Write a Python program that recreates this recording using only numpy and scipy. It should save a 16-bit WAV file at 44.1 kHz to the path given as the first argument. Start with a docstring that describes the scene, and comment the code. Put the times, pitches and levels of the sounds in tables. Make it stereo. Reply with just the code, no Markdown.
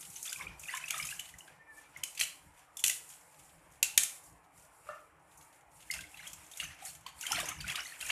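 """Wet leaves rustle and water sloshes over a low room hum: hands are washing greens in a plastic basin
in a steel sink. Stalks snap in short cracks, the bumped basin rumbles, trapped air rings as plopping
bubbles, and deep plunges push water against the basin. A faint far tone wavers briefly; later a colander
is knocked. The kitchen's hard walls echo the snaps, plops and knocks."""
import sys
import numpy as np
from scipy import signal
from scipy.fft import rfft, irfft, next_fast_len
from scipy.io import wavfile
from scipy.ndimage import uniform_filter1d, map_coordinates

SR = 44100
rng = np.random.default_rng(int(sys.argv[2]) if len(sys.argv) > 2 else 0)


def generate_wav(sig):
    """Save sig (samples, or channels by samples) to the path in sys.argv[1] as 16-bit PCM at SR."""
    pcm = np.round(np.clip(np.atleast_2d(sig).T, -1, 1) * 32767).astype(np.int16)
    wavfile.write(sys.argv[1], SR, pcm)


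N = 357651


def amp(db):
    return 10 ** (np.asarray(db) / 20)


def unit(x):
    return x / np.sqrt(np.mean(x ** 2) + 1e-20)


def along(points, hz):
    """Read a table of (frequency, value) points at hz, on a log axis."""
    f, v = np.transpose(points)
    return np.interp(np.log(hz + 1), np.log(f + 1), v)


def wobble(rate):
    """A smooth random curve through `rate` points a second."""
    return map_coordinates(rng.standard_normal(N // 50), [np.arange(N) * rate / SR])


def filtered(x, response):
    """Scale each frequency of x by response(hz)."""
    m = next_fast_len(N + SR // 2)
    return irfft(rfft(x, m) * response(np.fft.rfftfreq(m, 1 / SR)), m)[..., :N]


def click(spectrum):
    """The most abrupt (minimum-phase) click with this spectrum, peak 1."""
    cepstrum = irfft(np.log(amp(along(spectrum, np.fft.rfftfreq(2048, 1 / SR)))))
    cepstrum[1:1024] *= 2
    cepstrum[1025:] = 0
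    pulse = irfft(np.exp(rfft(cepstrum)))[:512]
    return pulse / np.abs(pulse).max()


def rush(spectrum, patchy_db):
    """Noise with this spectrum and random louder and softer patches, rms 1."""
    window = 2048 if spectrum[0][0] < 100 else 512
    hz, _, z = signal.stft(rng.standard_normal(N + 2048), SR, nperseg=window)
    patches = uniform_filter1d(rng.standard_normal(z.shape), size=6, axis=0)
    patches = unit(uniform_filter1d(patches, size=6, axis=1))
    return unit(signal.istft(z * amp(patchy_db * patches + along(spectrum, hz)[:, None]), SR)[1][:N])


def strokes(rows, rise, fall, rest_db=-120):
    """Level in dB: each row rises, holds and falls (rates in dB/s); their powers add."""
    t = np.arange(0, N, 32) / SR
    start, hold, db = np.transpose(rows)[:, :, None]
    each_db = db - rise * np.maximum(start - t, 0) - fall * np.maximum(t - start - hold, 0)
    power = amp(2 * each_db).sum(axis=0) + amp(2 * rest_db)
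    return np.interp(np.arange(N) / SR, t, 10 * np.log10(power))


def scattered(level_db, scatter_db, count):
    """Random times, levels that follow level_db (a few far louder), and a bell-curve draw for each."""
    place, luck = rng.random((count, 2)).T
    db = level_db[(place * N).astype(int)] - scatter_db * np.log(luck + 0.028)
    return place * N / SR, db, rng.standard_normal(count)


def lay(starts, sounds):
    """Add up short sounds, each at its start time in seconds."""
    at = (starts * SR).astype(int)[:, None] + np.arange(sounds.shape[1])
    return np.bincount(at.ravel(), sounds.ravel(), N)[:N]


def bubbles(starts, size, hz, cycles, rise, length):
    """Short tones that swell and die; the pitch rises as each bubble nears the surface."""
    t = np.arange(length) / SR
    age = t * (hz / np.maximum(cycles, 1))[:, None]
    tone = np.sin(2 * np.pi * hz[:, None] * t * (1 + rise * (np.minimum(age, 1) - .5)))
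    swell = (4 * age * np.exp(1 - 4 * age)) ** 2
    return lay(starts, size[:, None] * swell * tone)


def swarm(count, centre_hz, octaves, cycles, scatter_db, length):
    """Many bubbles at random times and pitches, rms 1."""
    luck, place = rng.random((count, 2)).T
    hz = np.clip(centre_hz * 2 ** (octaves * rng.standard_normal(count)), 300, 14000)
    size = amp(np.minimum(-scatter_db * np.log(luck + 1e-9), 4 * scatter_db))
    return unit(bubbles(place * N / SR, size, hz, np.full(count, cycles), rise=.1, length=length))


def with_snap_echo(level_db, echo_db):
    """Add to a level the room's fading echo just after each loud snap."""
    starts = np.transpose(STALK_SNAPS)[0]
    rows = [(start + .012, 0, db) for start, db in zip(starts, echo_db)]
    return 10 * np.log10(amp(2 * level_db) + amp(2 * strokes(rows, rise=2500, fall=124)))


# Fingers slide along wet leaves: t/s, hold/s, level/dB
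LEAF_RUBS = [(0, 0.28, -52.5), (.25, 0.12, -49), (.62, .12, -52.5), (.84, 0.067, -54.5), (.96, 0.16, -47),
             (1.14, 0.15, -58), (1.41, 0.051, -62.5), (1.5, 0.027, -78), (1.75, 0.047, -62.5),
             (1.9, 0.045, -71.5), (1.99, .04, -67.5), (2.1, 0.1, -62.5), (2.44, 0.019, -68.5),
             (2.58, 0.013, -64.5), (2.78, 0.056, -60), (3.1, 0.025, -55.5), (3.2, .33, -64),
             (3.62, .09, -72.5), (3.74, 0.0072, -65.5), (4.25, 0.036, -60.5), (4.44, .01, -79),
             (4.57, 0.068, -63), (4.74, .1, -67.5), (4.88, 0.0067, -60.5), (4.95, 0.095, -69.5),
             (5.23, .06, -77), (5.32, .24, -67.5), (5.75, 0.19, -62.5), (5.93, 0.05, -53), (6.1, 0.16, -60),
             (6.27, .08, -58), (6.38, .1, -62), (6.52, 0.035, -60.5), (6.6, 0.032, -50), (6.86, 0.027, -48),
             (7.08, 0.023, -69), (7.19, 0.023, -58), (7.22, 0.092, -50), (7.32, 0.089, -44.5),
             (7.58, .1, -60), (7.69, .1, -54), (7.84, 0.072, -52), (8.02, .09, -46.5)]
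# The hiss of the leaves: f/Hz, level/dB
LEAF_SPECTRUM = [(2240, -41.5), (3800, -13.5), (5620, -8), (5980, -11.5), (6340, -18.5), (6910, -1),
                 (10100, 0.5), (13800, -10.5), (14700, -11.5), (15000, -55)]


def leaf_rustle(rub_db, lurch):
    """Rubbed wet leaves crackle and hiss; the room's echo of each snap hisses briefly."""
    _, snap_db, _ = np.transpose(STALK_SNAPS)
    level_db = with_snap_echo(rub_db, snap_db - 26.5) + 1.1 * lurch
    crackle = swarm(count=4000, centre_hz=8000, octaves=0.21, cycles=2.7, scatter_db=-3, length=SR // 600)
    hiss = rush(LEAF_SPECTRUM, patchy_db=1.1)
    return amp(level_db) * (0.68 * hiss + 0.053 * crackle)


# Hands push through the water: t/s, hold/s, level/dB
WATER_STIRS = [(0, .1, -71), (.28, 0.023, -57.5), (.41, .02, -53.5), (.49, 0.13, -64), (.69, .02, -54),
               (.74, .07, -56.5), (.9, .02, -56.5), (.96, .1, -53.5), (1.15, .12, -65), (1.49, .02, -67.5),
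               (1.8, 0.043, -67.5), (1.96, .04, -63.5), (2.06, .08, -70), (2.58, .03, -68.5),
               (3.1, 0.71, -77), (4.55, 0.16, -78), (4.88, 0.035, -63), (5.3, 0.26, -80.5),
               (5.8, 0.054, -70), (5.93, 0.018, -55.5), (6.15, 0.018, -62.5), (6.2, 0.055, -58.5),
               (6.3, 0.18, -64.5), (6.62, 0.013, -52), (6.8, 0.065, -60.5), (7.08, 0.015, -60.5),
               (7.24, 0.033, -52.5), (7.335, 0.044, -43), (7.5, .04, -56.5), (7.61, .04, -53),
               (7.7, 0.027, -47.5), (7.78, .02, -53), (7.87, 0.042, -55.5), (8.03, .03, -51.5),
               (8.1, .01, -41)]
# The wash of moving water: f/Hz, level/dB
WATER_SPECTRUM = [(210, -54), (350, -21.5), (524, -20.5), (706, 2), (939, -11), (1330, 1), (1760, 0),
                  (2400, 4), (4460, -11), (6000, -7), (7800, -33.5), (13200, -120)]


def water_slosh(stir_db, froth, lurch):
    """Stirred water makes a wash, joined by each snap's fading room echo; hard stirring adds bubbles."""
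    _, snap_db, fullness_db = np.transpose(STALK_SNAPS)
    level_db = with_snap_echo(stir_db, snap_db + fullness_db - 36.5) + 5.1 * froth * lurch
    fizz = swarm(count=3500, centre_hz=2198, octaves=.5, cycles=18, scatter_db=3.5, length=SR // 120)
    wash = rush(WATER_SPECTRUM, patchy_db=1.8)
    return amp(level_db) * ((1 - 0.24 * froth) * wash + 0.57 * froth * fizz)


# The hum of the room: f/Hz, level/dB
HUM_SPECTRUM = [(15, -40.5), (25, -25), (53, -11), (160, -4), (231, -19), (284, 2.5), (374, -8),
                (460, -2.5), (695, 0.5), (874, 4), (1740, -6), (2190, -6.5), (3310, -22.5), (4250, -41),
                (6000, -56.5), (7800, -51), (13200, -120)]


def room_hum():
    """A quiet, almost steady low noise."""
    return amp(-66.5 + 0.27 * wobble(23)) * rush(HUM_SPECTRUM, patchy_db=2.5)


# The loudest fibres snapping and droplets bursting: t/s, level/dB, fullness/dB (how much low crack)
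STALK_SNAPS = [(.0075, -35, -19), (0.0992, -39.5, -29), (0.164, -40.5, -29), (.2275, -29, -27),
               (.2604, -33, -13), (0.3278, -25.5, -7.5), (0.5946, -36, -40), (0.7482, -30.5, -46),
               (0.77, -29, -21.5), (0.8825, -32, -7), (0.9061, -22, -5), (.9244, -38, -9),
               (0.9787, -27, -20), (1.0091, -37, -24), (1.0273, -36, 1), (1.0686, -32, -11.5),
               (1.0984, -34.5, -10.5), (1.1953, -29.5, -7.5), (1.3843, -37.5, -20), (1.9701, -41.5, -32),
               (2.036, -20.5, -11.5), (2.1489, -37.5, -9), (2.1751, -33.5, -1.5), (2.1936, -28.5, 0),
               (2.199, -20, -10.5), (2.2109, -18.5, -0.4), (2.2168, -30.5, -4.5), (2.222, -27.5, -9),
               (2.227, -28, -6.5), (2.235, -26, -10), (2.769, -29.5, -17.5), (2.7923, -32, -13),
               (2.799, -33, -16.5), (2.8393, -11, -7.5), (2.8496, -21, -13), (2.8621, -16.5, -14),
               (2.872, -20, -17), (2.88, -16.5, -12.5), (2.897, -19, -6.5), (2.909, -25.5, -6.5),
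               (3.09, -41.5, -29), (3.719, -52.5, -23.5), (3.828, -12, -5.5), (3.842, -26.5, -11),
               (3.9764, -5.5, -6), (4.0333, -17, -14.5), (5.3734, -44.5, -33), (5.3842, -54, -24),
               (5.4235, -48, -30), (5.9106, -26.5, -11), (5.9373, -30.5, -4.5), (6.0074, -37.5, -3),
               (6.2739, -34, -14), (6.3308, -33.5, -12), (6.5128, -39.5, -8), (6.5717, -32.5, -13),
               (6.5994, -37, 8), (6.6416, -40.5, -1), (6.85, -33, -17), (6.856, -35, -12),
               (7.063, -40.5, 2.5), (7.084, -45, -1.5), (7.2098, -29.5, -12), (7.2242, -40.5, 2.5),
               (7.2652, -27.5, -6), (7.3185, -24, -4.5), (7.3876, -33.5, 0), (7.4003, -27.5, -6.5),
               (7.4562, -33, -12), (7.4886, -27.5, -12.5), (7.6071, -35.5, 1), (7.6789, -32, -10.5),
               (7.6988, -34, 4.5), (7.7188, -33.5, -8), (7.7555, -30.5, 2.5), (8.009, -32, 0.5),
               (8.101, -32.5, 4.5)]
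# The bright tick of a snap: f/Hz, level/dB
TICK_SPECTRUM = [(3000, -39.5), (4300, -34), (5200, -5.5), (6700, 5.5), (8000, 1.5), (9500, 0), (11800, -2),
                 (14000, -9)]
# The lower crack of a thick stalk: f/Hz, level/dB
CRACK_SPECTRUM = [(500, -32), (1300, -25.5), (2200, -9), (3000, -4.5), (3800, -11.5), (4800, -12.5),
                  (6000, -38.5)]


def stalk_snaps(rub_db):
    """A breaking fibre gives a burst of noise with a ragged tail; rubbing adds many small snaps."""
    when, small_db, draw = scattered(rub_db + 5.5, scatter_db=3.5, count=300)
    starts, db, fullness_db = np.hstack([np.transpose(STALK_SNAPS), [when, small_db, -10.5 + 7 * draw]])
    spread_s = np.interp(db, [-37.5, -21.5], [.011, .004])  # weak snaps spread out, strong ones are tight
    age = np.arange(SR // 40) / SR / spread_s[:, None]
    shape = (1 - np.exp(-age / 0.11)) ** 2 * (amp(-45 * age) + 0.78 * amp(-9 * age))
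    bursts = rng.standard_normal(shape.shape) * shape
    bursts /= np.linalg.norm(bursts, axis=1)[:, None]
    thin = lay(starts, bursts * amp(db + 6)[:, None])
    thick = lay(starts, bursts * amp(db + fullness_db + 5.5)[:, None])
    ticks = signal.fftconvolve(thin, click(TICK_SPECTRUM))
    cracks = signal.fftconvolve(thick, click(CRACK_SPECTRUM))
    return (ticks + cracks)[:N]


# The basin is bumped: t/s, hold/s, level/dB
BASIN_BUMPS = [(.09, 0.009, -64), (.4, 0.17, -57), (.8, 0.012, -60), (1.0, .16, -57.5), (1.35, 0.014, -58),
               (1.53, 0.015, -64), (1.99, 0.018, -61.5), (2.21, 0.024, -62), (2.46, 0.014, -58),
               (2.84, 0.018, -67), (3.03, .02, -64), (3.41, 0.4, -64.5), (3.95, 0.089, -63.5),
               (4.31, 0.019, -62), (4.58, 0.033, -67), (4.9, .02, -64), (5.38, 0.048, -67),
               (5.74, 0.17, -65.5), (5.98, 0.044, -56.5), (6.17, 0.27, -63), (6.66, .05, -55.5),
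               (6.8, 0.39, -65.5), (7.35, 0.059, -48), (7.48, .04, -51), (7.6, .1, -46.5),
               (8.06, .05, -52.5)]
# Its rumble: f/Hz, level/dB
BASIN_SPECTRUM = [(18, -43.5), (30, -11), (43, 0.5), (64, -1), (118, -8.5), (162, 2), (240, -28),
                  (300, -9.5), (390, -37), (660, -120)]


def basin_rumble():
    """The bumped basin rocks in the sink with a low, lumpy sway."""
    sway_db = strokes(BASIN_BUMPS, rise=270, fall=190, rest_db=-72) + 2 * wobble(14)
    return amp(sway_db - 4.5) * rush(BASIN_SPECTRUM, patchy_db=2.5)


# The loudest bubbles, drips and pops of juicy stalk: t/s, level/dB, f/Hz
LOUD_PLOPS = [(0.162, -34, 6160), (.258, -38, 5940), (.277, -35.5, 3450), (.3, -44.5, 5950),
              (.322, -40.5, 1510), (.359, -36.5, 2410), (0.397, -42, 1120), (.409, -34.5, 2200),
              (.468, -33, 2400), (.636, -42.5, 2500), (0.655, -41.5, 2450), (0.684, -33.5, 2710),
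              (0.691, -32, 1980), (.736, -35, 1704), (0.738, -33.5, 1030), (0.737, -36.5, 2890),
              (.774, -35.5, 2200), (.839, -31.5, 2540), (.858, -40, 5880), (.879, -35, 2710),
              (0.902, -30.5, 2370), (.906, -36.5, 3100), (.927, -37, 2410), (.941, -33.5, 1248),
              (.942, -37, 3570), (.987, -38.5, 1210), (.998, -29.5, 2240), (.997, -37, 2840),
              (1.023, -38, 2370), (1.026, -34.5, 5080), (1.045, -44.5, 1246), (1.088, -35, 2540),
              (1.112, -35, 2760), (1.124, -37.5, 1640), (1.193, -32, 2930), (1.339, -45, 1940),
              (1.406, -43, 2890), (1.479, -47.5, 1590), (1.962, -38, 2070), (2.033, -33.5, 3030),
              (2.173, -40, 2600), (2.208, -25.5, 2360), (2.211, -23, 3106), (2.217, -28, 4114),
              (2.233, -29.5, 2914), (2.769, -43, 3460), (2.79, -41, 3360), (2.894, -29.5, 2670),
              (2.897, -32.5, 1960), (5.901, -27, 2070), (5.911, -33.5, 4480), (5.915, -33.5, 5120),
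              (5.938, -35, 2670), (5.989, -38, 2630), (5.989, -40, 1550), (6.038, -41.5, 2110),
              (6.143, -42.5, 2630), (6.192, -42, 2110), (6.269, -37.5, 3230), (6.536, -44, 3620),
              (6.599, -29.5, 2800), (6.639, -36, 6150), (6.822, -44, 770), (6.839, -46, 764),
              (6.87, -45.5, 4340), (6.89, -45.5, 4335), (7.062, -38.5, 1030), (7.063, -42, 3076),
              (7.064, -43, 4500), (7.228, -35, 2780), (7.235, -39, 1510), (7.252, -37, 2020),
              (7.265, -31.5, 3100), (7.31, -32, 820), (7.319, -25.5, 6060), (7.318, -27, 5340),
              (7.318, -31.5, 2930), (7.327, -28.5, 1340), (7.349, -34.5, 3100), (7.356, -37, 2630),
              (7.358, -33.5, 4220), (7.381, -36.5, 690), (7.382, -38.5, 2070), (7.397, -36.5, 1160),
              (7.407, -34, 3620), (7.428, -40, 600), (7.455, -38.5, 6270), (7.486, -30.5, 6240),
              (7.485, -38.5, 2760), (7.514, -39.5, 1246), (7.515, -38.5, 2216), (7.604, -36, 4690),
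              (7.642, -36.5, 1460), (7.686, -33, 2710), (7.698, -30, 3270), (7.711, -33, 2400),
              (7.754, -34.5, 3705), (7.758, -36, 4820), (7.778, -41.5, 1210), (7.793, -34, 2890),
              (7.805, -36.5, 5470), (7.856, -40, 2000), (7.867, -41.5, 4310), (7.921, -41, 1810),
              (8.004, -39.5, 3140), (8.025, -33, 2710), (8.1, -26, 2730), (8.101, -28, 2200)]


def bubble_plops(stir_db, rub_db, froth):
    """Trapped air rings: loud plops, small ones in stirred water, and high drips off rubbed leaves."""
    when, db, draw = scattered(stir_db + 5.5 - 30 * (1 - froth), scatter_db=1.6, count=900)
    small = [when, db, 2314 * 2 ** (.4 * draw)]
    when, db, draw = scattered(rub_db + 3 - 12 * (1 - froth), scatter_db=3, count=500)
    drips = [when, db, 7050 * 2 ** (.3 * draw)]
    starts, db, hz = np.hstack([np.transpose(LOUD_PLOPS), small, drips])
    life_s = .0113 * (2500 / hz) ** 0.43  # higher bubbles die sooner,
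    life_s[len(LOUD_PLOPS):] *= 0.84  # as do all the small random ones, in the water and off the leaves
    life_s *= 0.78 + 0.22 * froth[(starts * SR).astype(int)]  # and pops in calm water
    return bubbles(starts, amp(db - 2.5), hz, cycles=hz * life_s, rise=0.05, length=SR // 50)


# Hands plunge deep: t/s, hold/s, level/dB
HAND_PLUNGES = [(.42, 0.0096, -51), (1.03, 0.017, -70), (7.33, 0.12, -50.5), (7.72, 0.014, -63),
                (8.1, .02, -53)]
# The surge they make: f/Hz, level/dB
SURGE_SPECTRUM = [(120, -23), (250, -5.5), (400, -1.5), (700, -11.5), (1000, 9.5), (1500, -20.5)]


def deep_plunges():
    """Water pushed against the basin makes a low, lumpy wash."""
    level_db = strokes(HAND_PLUNGES, rise=260, fall=110) + 2.6 * wobble(14)
    return amp(level_db) * rush(SURGE_SPECTRUM, patchy_db=4.5)


# The course of a faint far tone: t/s, f/Hz (base pitch), level/dB
TONE_PATH = [(1.5, 598, -100), (1.61, 588, -70), (1.66, 585, -77), (1.7, 585, -65), (1.75, 578, -74),
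             (1.79, 588, -59), (1.82, 585, -76), (1.86, 584, -67.5), (1.93, 582, -98)]
# Its overtones: multiple of the base pitch, level/dB
TONE_OVERTONES = [(2, -18), (3, 9.5), (4, 1.5), (5, -24)]


def far_tone():
    """A few overtones that waver and break up in the echoes on their way."""
    t = np.arange(N) / SR
    times, hz, db = np.transpose(TONE_PATH)
    pitch = np.interp(t, times, hz) * (1 + 0.01 * wobble(30))
    phase = 2 * np.pi * np.cumsum(pitch) / SR
    tone = sum(amp(level) * wobble(28) * np.sin(k * phase) for k, level in TONE_OVERTONES)
    return amp(np.interp(t, times, db)) * tone


# The colander is knocked: t/s, level/dB
COLANDER_KNOCKS = [(4.868, -48.5), (4.888, -34.5), (4.897, -48), (4.93, -49.5)]
# The notes its plastic rings at: f/Hz, level/dB, fade/s (time to drop 60 dB)
COLANDER_NOTES = [(595, 1, 0.037), (1000, -7, 0.028), (1186, 3, 0.055), (1380, 5, 0.016), (1770, -1.5, .05),
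                  (2120, -14.5, 0.013), (2754, -12, 0.041)]


def colander_knocks():
    """Each knock is a short rattle that rings the plastic; the light shell gives off no bass."""
    rattle = np.zeros(N + SR)
    t = np.arange(SR // 20) / SR
    for start, db in COLANDER_KNOCKS:
        burst = amp(db - 25.5 - 60 * t / 0.029) * rng.standard_normal(len(t))
        rattle[round(start * SR):][:len(t)] += burst
    t = np.arange(SR // 4) / SR
    ring = sum((-1) ** k * amp(db - 60 * t / fade_s) * np.sin(2 * np.pi * hz * t)
               for k, (hz, db, fade_s) in enumerate(COLANDER_NOTES))
    return filtered(signal.fftconvolve(rattle, ring)[:N], lambda hz: 1 / (1 + (480 / (hz + 1)) ** 6))


# How long the kitchen echoes: f/Hz, fade/s (time to drop 60 dB)
ECHO_TIMES = [(300, 0.39), (2000, 0.37), (6000, 0.35), (13000, 0.057)]


def kitchen_echo(x):
    """Treble dies first; hands and greens move, so each quarter second gets its own echo."""
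    echo = np.zeros(N + 2 * SR)
    step, delay = SR // 4, round(.004 * SR)
    hz, t, z = signal.stft(rng.standard_normal((N // step + 1, SR // 3)), SR, nperseg=256)
    tails = signal.istft(z * amp(-60 * t / along(ECHO_TIMES, hz)[:, None]), SR, nperseg=256)[1]
    for k, tail in enumerate(tails):
        answer = signal.fftconvolve(x[k * step:][:step], tail / np.linalg.norm(tail))
        echo[k * step + delay:][:len(answer)] += answer
    return echo[:N]


# How alike left and right are: f/Hz, likeness (1 = the same)
STEREO_LIKENESS = [(60, .99999), (3400, .99999), (4800, 1), (6800, 0.86), (14000, 0.56)]


def stereo(x):
    """The microphone's two openings agree in the bass; in the treble each gets its own scatter."""
    z = signal.stft(x, nperseg=128)[2]
    scrambled = signal.istft(z * np.exp(2j * np.pi * rng.random(z.shape)), nperseg=128)[1][:N]
    width = lambda hz: np.tan(np.arccos(np.clip(along(STEREO_LIKENESS, hz), 0, 1)) / 2)
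    side = filtered(unit(scrambled) * np.std(x), width)
    return np.array([x + side, x - side])


def scene():
    """Rubbing and stirring drive the leaves and water; only the short, sharp sounds echo."""
    rub_db = strokes(LEAF_RUBS, rise=300, fall=158, rest_db=-80)
    stir_db = strokes(WATER_STIRS, rise=280, fall=112, rest_db=-81.5)
    froth = np.clip((stir_db + 72) / 14, 0, 1)  # calm water traps no air
    lurch = wobble(25)  # leaves and water swell and dip together
    washing = leaf_rustle(rub_db, lurch) + water_slosh(stir_db, froth, lurch)
    backdrop = room_hum() + basin_rumble() + deep_plunges() + far_tone()
    pops = stalk_snaps(rub_db) + bubble_plops(stir_db, rub_db, froth)
    knocks = colander_knocks()
    echo = kitchen_echo(amp(-10) * pops + amp(-2.5) * knocks)
    return stereo(washing + backdrop + pops + knocks + echo)


# How strongly the microphone picks up each frequency: f/Hz, level/dB
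MIC_RESPONSE = [(25, -5.5), (40, -11), (52, 1.5), (14100, 2), (14500, -28), (15600, -38.5)]


def record(dry):
    """The microphone weakens the deepest bass and cuts off the highest treble."""
    top_hz = 15649
    return filtered(dry, lambda hz: amp(along(MIC_RESPONSE, hz)) * (hz < top_hz))


dry = scene()
out = record(dry)
generate_wav(out)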